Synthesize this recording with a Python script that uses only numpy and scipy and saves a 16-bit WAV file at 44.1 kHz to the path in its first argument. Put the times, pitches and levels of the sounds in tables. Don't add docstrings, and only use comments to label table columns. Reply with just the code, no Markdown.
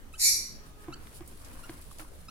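import sys
import numpy as np
from scipy import signal
from scipy.fft import rfft, irfft
from scipy.io import wavfile
from scipy.ndimage import uniform_filter1d

SR = 44100
rng = np.random.default_rng(int(sys.argv[2]) if len(sys.argv) > 2 else 0)


def decibels_to_gain(level_db):
    exponent = np.asarray(level_db, float) / 20
    return 10 ** exponent


def store_pcm(level_fs):
    pcm = np.round(np.clip(level_fs, -1, 1) * 32767).astype(np.int16)
    wavfile.write(sys.argv[1], SR, np.atleast_2d(pcm).T)


N = 101429

# (time [s], low side pitch [Hz], low side level [dB], high side pitch [Hz], high side level [dB])
VOICE_SIDES = [(.18, 1699, -40, 2287, -77), (0.187, 1771, -38.5, 2295, -56), (.2, 1884, -28, 2323, -48),
               (0.218, 1887, -29, 2303, -23.5), (0.227, 1895, -26.5, 2310, -24.5),
               (0.249, 1906, -43.5, 2304, -24.5), (.27, 1883, -19.5, 2271, -30.5),
               (0.283, 1890, -33.5, 2136, -25.5), (0.306, 1897, -37.5, 2172, -50),
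               (0.355, 1909, -31.5, 2100, -90)]
# (level as the beak opens [dB], level once open [dB])
LOW_OVERTONES = [(-21, -25), (-7, -14), (-2, 9), (5, -15), (-8.5, -27), (-2, -1), (-8, -24)]
HIGH_OVERTONES = [-9, -3.5, 5.5, 1, -1, -13]
# (frequency [Hz], level [dB])
RASP_COLOUR = [(1500, -31), (2200, -13.5), (3000, -12), (3600, -12.5), (4300, -4), (5100, -5), (6200, -5.5),
               (7800, -8), (8600, -3.5), (10500, -8.5), (12000, -17.5), (13500, -34), (15500, -50)]
# (frequency [Hz], gain [dB])
THROAT_GAIN = [(1200, -49), (1700, -9), (1950, -1), (2450, -3), (2750, -22), (3450, -22), (3900, -4),
               (14000, -0.5), (15000, -15)]
# (start [s], length [s], level [dB], first pitch [Hz], last pitch [Hz],
# first slope [dB per overtone], last slope [dB per overtone], beak resonance [Hz], its boost [dB],
# level change in the second half [dB])
PEEP_NOTES = [(.1365, 0.026, -48, 1290, 1520, -3, -4, 2650, 7, -4),
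              (0.924, 0.022, -42, 1325, 1500, -4, -1.5, 4550, 9, -3),
              (1.634, 0.019, -50, 1370, 1430, -6, -6, 5700, 9, 0),
              (2.283, 0.024, -45, 1285, 1460, -3, -2, 5150, 9, -8)]
# (time [s], level [dB], tick against thud [dB], pitch factor of the spot, press [s])
BOX_KNOCKS = [(.883, -37, -23, 1.03, 0.01), (0.9024, -49, -20, 0.963, 0.014),
              (1.207, -43.5, -9.5, 1.06, 0.011), (1.694, -40.5, -2, 1.003, 0.0085),
              (1.997, -54, -3, 0.98, 0.042)]
# (frequency [Hz], level [dB], 60 dB decay [s])
BOX_MODES = [(129.2, -6.5, 0.22), (317.2, 3, 0.02), (698, -1.5, 0.034), (980, -3, 0.029),
             (1600, -10, 0.019), (2100, -10.5, 0.012)]
# (time [s], level [dB], centre [Hz], 60 dB decay [s], width [octaves])
CHIP_SNAPS = [(.128, -56.5, 9200, 1, .6), (.664, -50, 1310, 0.029, 0.49), (.842, -50, 1600, 0.028, 1.3),
              (0.919, -41, 970, 0.014, 0.55), (1.071, -42, 2200, 0.0083, 1.6),
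              (1.276, -45, 10500, 0.053, .9), (1.446, -50.5, 5000, 0.12, 2.2),
              (1.591, -38, 1070, 0.021, 0.3), (1.814, -45.5, 10500, 0.02, 0.54),
              (1.913, -38, 1040, 0.016, 0.28), (1.985, -41, 6000, 0.016, 1.9),
              (1.9955, -39, 1510, 0.016, 1.5), (2.02, -42.5, 1030, 0.028, 0.85),
              (2.048, -46, 1060, 0.024, 0.68), (2.13, -55, 890, 0.037, 0.59)]
# (time [s], fine chips level [dB], scrape on the box floor level [dB])
STIRRING = [(0.55, -80, -61), (0.642, -82, -64), (0.666, -56.5, -58), (0.744, -71.5, -91), (0.85, -58, -57),
            (0.87, -90, -56.5), (0.938, -55.5, -57.5), (0.954, -85, -60.5), (1.016, -61.5, -59),
            (1.186, -54, -61.5), (1.22, -69, -55), (1.274, -60, -69), (1.328, -56.5, -58.5),
            (1.368, -58, -76), (1.425, -55.5, -55.5), (1.796, -55.5, -58.5), (1.898, -61, -76),
            (1.912, -54, -69), (1.978, -59.5, -67), (1.997, -47, -47), (2.064, -62.5, -67),
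            (2.288, -60, -86)]
# (frequency [Hz], level [dB])
CHIP_COLOUR = [(1500, -57.5), (2500, -14.5), (4500, -9.5), (6500, -13.5), (9000, -6), (10500, -4),
               (12500, -13), (15500, -15)]
# (frequency [Hz], level [dB])
SCRAPE_COLOUR = [(250, -49), (500, -1), (800, -5), (1100, -1.5), (1700, -7.5), (2600, -10.5), (4000, -21)]
# (start [s], length [s], level [dB])
HORN_TOOTS = [(0.6, 0.08, -63), (0.766, 0.116, -60)]
HORN_OVERTONES = [-6, -4, 0, -9]
# (frequency [Hz], level [dB])
AIR_COLOUR = [(30, -15), (42, 5.5), (55, 9), (110, -2.5), (190, -7.5), (225, -5), (330, -9), (530, -13.5),
              (800, -20), (1300, -18), (2150, -23.5), (5000, -31.5), (9500, -30), (15500, -40.5)]
# (frequency [Hz], correlation [-1 to 1])
MIC_LIKENESS = [(60, 0.72), (180, 0.81), (550, 0.5), (1650, -0.21), (4970, -0.18), (15000, -0.85)]
# (frequency [Hz], level [dB])
SWAY_COLOUR = [(2, -31), (6, -11.5), (13, -1), (24, -3), (60, -48.5)]
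# (frequency [Hz], 60 dB decay [s])
ROOM_DECAY = [(300, 0.48), (2000, 0.54), (5000, 0.52), (8000, 0.37), (13000, 0.42)]


def evened(x):
    return x / np.sqrt(np.mean(x ** 2) + 1e-20)


def read(points, hz):
    f, value = np.transpose(points)
    return np.interp(np.log(hz + 1), np.log(f + 1), value)


def add(mix, start_s, sound):
    part = mix[..., round(start_s * SR):][..., :sound.shape[-1]]
    part += sound[..., :part.shape[-1]]


def filtered(x, points):
    count = x.shape[-1]
    gain = decibels_to_gain(read(points, np.fft.rfftfreq(count, 1 / SR)))
    return irfft(rfft(x) * gain, count)


def coloured(x, points):
    return evened(filtered(x, points))


def slow_noise(cutoff_hz, count):
    return evened(signal.lfilter(*signal.butter(2, cutoff_hz, fs=SR), rng.standard_normal(count)))


def band(x, low_hz, high_hz):
    return signal.lfilter(*signal.butter(2, [low_hz, high_hz], "band", fs=SR), x)


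def overtones(hz, levels_db):
    turns = np.cumsum(hz) / SR
    stack = 0
    for k, db in enumerate(levels_db):
        stack = stack + decibels_to_gain(db) * np.sin(2 * np.pi * ((k + 1) * turns + rng.random()))
    return evened(stack)


def screech():
    jitter_hz, low_jitter, high_jitter = 150, .012, .02
    flutter_hz, flutter_db = 130, 3.5
    coupling_db, rasp_db = 1, -1.5
    open_s = .26
    s, low_hz, low_db, high_hz, high_db = np.transpose(VOICE_SIDES)
    t = np.arange(s[0], s[-1], 1 / SR)
    low_pitch = np.interp(t, s, low_hz) * (1 + low_jitter * slow_noise(jitter_hz, len(t)))
    high_pitch = np.interp(t, s, high_hz) * (1 + high_jitter * slow_noise(jitter_hz, len(t)))
    flutter = decibels_to_gain(flutter_db * slow_noise(flutter_hz, len(t)))

    opened = np.clip((t - s[0]) / (open_s - s[0]), 0, 1) ** 2
    low = overtones(low_pitch, [first + (last - first) * opened for first, last in LOW_OVERTONES])
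    high = overtones(high_pitch, HIGH_OVERTONES)
    low_level = decibels_to_gain(np.interp(t, s, low_db))
    high_level = decibels_to_gain(np.interp(t, s, high_db))

    mixed = decibels_to_gain(coupling_db) * np.sqrt(low_level * high_level) * coloured(low * high, RASP_COLOUR)
    noise = coloured(rng.standard_normal(len(t)), RASP_COLOUR)
    rasp = decibels_to_gain(rasp_db) * np.hypot(low_level, high_level) * noise
    out = np.zeros(N)
    add(out, s[0], low_level * low + flutter * (high_level * high + mixed + rasp))
    return filtered(out, THROAT_GAIN)


def peeps():
    beak_width_hz, shake_db = 450, 1.8
    out = np.zeros(N)
    for s, length, db, first_hz, last_hz, first_db, last_db, beak_hz, beak_db, late_db in PEEP_NOTES:
        u = np.arange(0, length, 1 / SR) / length
        step = 1 / (1 + np.exp(-(u - .5) / 0.048))
        hz = first_hz + (last_hz - first_hz) * step
        slope = first_db + (last_db - first_db) * step
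        shake = evened(uniform_filter1d(rng.standard_normal((5, len(u))), size=120, axis=1))
        levels = []
        for k, wobble in enumerate(shake):
            beak = beak_db / (1 + (((k + 1) * hz - beak_hz) / beak_width_hz) ** 2)
            levels.append(k * slope + beak + shake_db * wobble)
        fade = np.minimum(u / 0.12, 1) * np.minimum((1 - u) / 0.067, 1)
        dip = 1 - 1.56 * step * (1 - step)
        add(out, s, decibels_to_gain(db + late_db * step) * fade * dip * overtones(hz, levels))
    return out


def knocks():
    tick_t60_s, upper_modes_db = .016, 12
    out, t = np.zeros(N), np.arange(6000) / SR
    for s, db, tick_db, spot, press in BOX_KNOCKS:
        released = np.maximum(t - press, 0)
        ring = 0
        for hz, mode_db, t60 in BOX_MODES:
            fading = released if hz < 500 else t
            level = mode_db + (tick_db + upper_modes_db) * (hz > 1200) - 60 * fading / t60
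            ring = ring + decibels_to_gain(level) * np.sin(2 * np.pi * hz * spot * t)
        tick = decibels_to_gain(tick_db - 60 * t / tick_t60_s) * band(rng.standard_normal(len(t)), 900, 4500)
        onset = np.minimum(t / .0006, 1)
        add(out, s, -decibels_to_gain(db) * (ring + 4 * tick) * onset)
    return out


def ticks():
    out, t = np.zeros((2, N)), np.arange(3000) / SR
    for s, db, hz, t60, octaves in CHIP_SNAPS:
        half = 2 ** (octaves / 2)
        puff = evened(band(rng.standard_normal((2, len(t))), hz / half, min(hz * half, 17000)))
        onset = np.minimum(t / .0004, 1)
        add(out, s, decibels_to_gain(db - 60 * t / t60) * puff * onset)
    return out


def shavings():
    grains_per_s, grain_spread_db, clump_db = 2000, 3, 2.2
    s, *levels = np.transpose(STIRRING)
    out = np.zeros((2, N))
    for db, colour in zip(levels, (CHIP_COLOUR, SCRAPE_COLOUR)):
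        clumps = decibels_to_gain(clump_db * evened(uniform_filter1d(rng.standard_normal(N), size=900)))
        size = decibels_to_gain(grain_spread_db * np.minimum(rng.exponential(1, (2, N)), 4))
        hits = size * (rng.random((2, N)) < grains_per_s / SR)
        grains = coloured(clumps * (hits + 0.39) * rng.standard_normal((2, N)), colour)
        out += decibels_to_gain(np.interp(np.arange(N) / SR, s, db, left=-75)) * grains
    return out


def horn():
    pitch_hz, fade_s = 417, 0.01
    out = np.zeros(N)
    for s, length, db in HORN_TOOTS:
        t = np.arange(0, length, 1 / SR)
        fade = np.minimum(np.minimum(t, length - t) / fade_s, 1)
        add(out, s, decibels_to_gain(db) * fade * overtones(pitch_hz + 0 * t, HORN_OVERTONES))
    return out


def air():
    level_db, patch_db = -51.5, 2.43
    frames, hz = N // 512 + 5, np.fft.rfftfreq(2048, 1 / SR)
    a, b, c, d, patches = rng.standard_normal((frames, 1025, 5)).T
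    patches = uniform_filter1d(patches, 16, axis=0)
    patches = evened(uniform_filter1d(patches, 6, axis=1))
    same = np.clip(read(MIC_LIKENESS, hz), -1, 1)[:, None]
    left = a + 1j * b
    right = same * left + np.sqrt(1 - same ** 2) * (c + 1j * d)
    shape_db = read(AIR_COLOUR, hz)[:, None] + patch_db * patches * (hz[:, None] > 150)
    z = np.array([left, right]) * decibels_to_gain(shape_db)
    return decibels_to_gain(level_db) * evened(signal.istft(z, nperseg=2048, noverlap=1536)[1][:, :N])


def sway():
    level_db, apart = -50, 0.62
    common, opposed = rng.standard_normal((2, N))
    pair = np.array([common + apart * opposed, common - apart * opposed])
    return decibels_to_gain(level_db) * coloured(pair, SWAY_COLOUR)


def walls(x):
    echoes_db, span_s = -9, .004
    taps = np.zeros((2, round(span_s * SR)))
    at = rng.integers(40, taps.shape[1], (2, 8))
    echoes = decibels_to_gain(echoes_db) * rng.choice([-1., 1.], (2, 8)) / np.sqrt(8)
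    np.put_along_axis(taps, at, echoes, 1)
    taps[[0, 1], [2, 0]] = 1
    return signal.fftconvolve(x[None], taps, axes=1)[:, :N]


def room(x):
    taps = np.zeros((2, SR))
    at = np.arange(200, SR - 20, 10) + rng.integers(0, 10, (2, (SR - 211) // 10))
    np.put_along_axis(taps, at, rng.choice([-1., 1.], at.shape), 1)
    hz, t, z = signal.stft(taps, SR, nperseg=256)
    fading = decibels_to_gain(-60 * t / read(ROOM_DECAY, hz)[:, None])
    tail = signal.istft(z * fading, SR, nperseg=256)[1]
    return signal.fftconvolve(x[None], tail / np.linalg.norm(tail[0]), axes=1)[:, :N]


def two_mics(x, lag):
    return np.array([x, np.roll(x, lag)])


def scene():
    parrot, chick, box, toots = screech(), peeps(), knocks(), horn()
    dull_chick = signal.lfilter(*signal.butter(1, 2200, fs=SR), chick)
    wet = room(decibels_to_gain(2) * parrot + decibels_to_gain(-5) * dull_chick + decibels_to_gain(-10) * box + decibels_to_gain(1) * toots)
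    direct = decibels_to_gain(-6.5) * two_mics(parrot, lag=-14) + walls(chick)
    direct = direct + two_mics(box, lag=3) + two_mics(toots, lag=12)
    left_over_right_db = -0.5
    pan = decibels_to_gain(np.array([[left_over_right_db], [-left_over_right_db]]) / 2)
    return (wet + direct) * pan + ticks() + shavings() + air() + sway()


def low_pass(x):
    return signal.sosfilt(signal.butter(12, 15780, fs=SR, output="sos"), x)


def record(dry):
    return low_pass(dry)


dry = scene()
out = record(dry)
store_pcm(out)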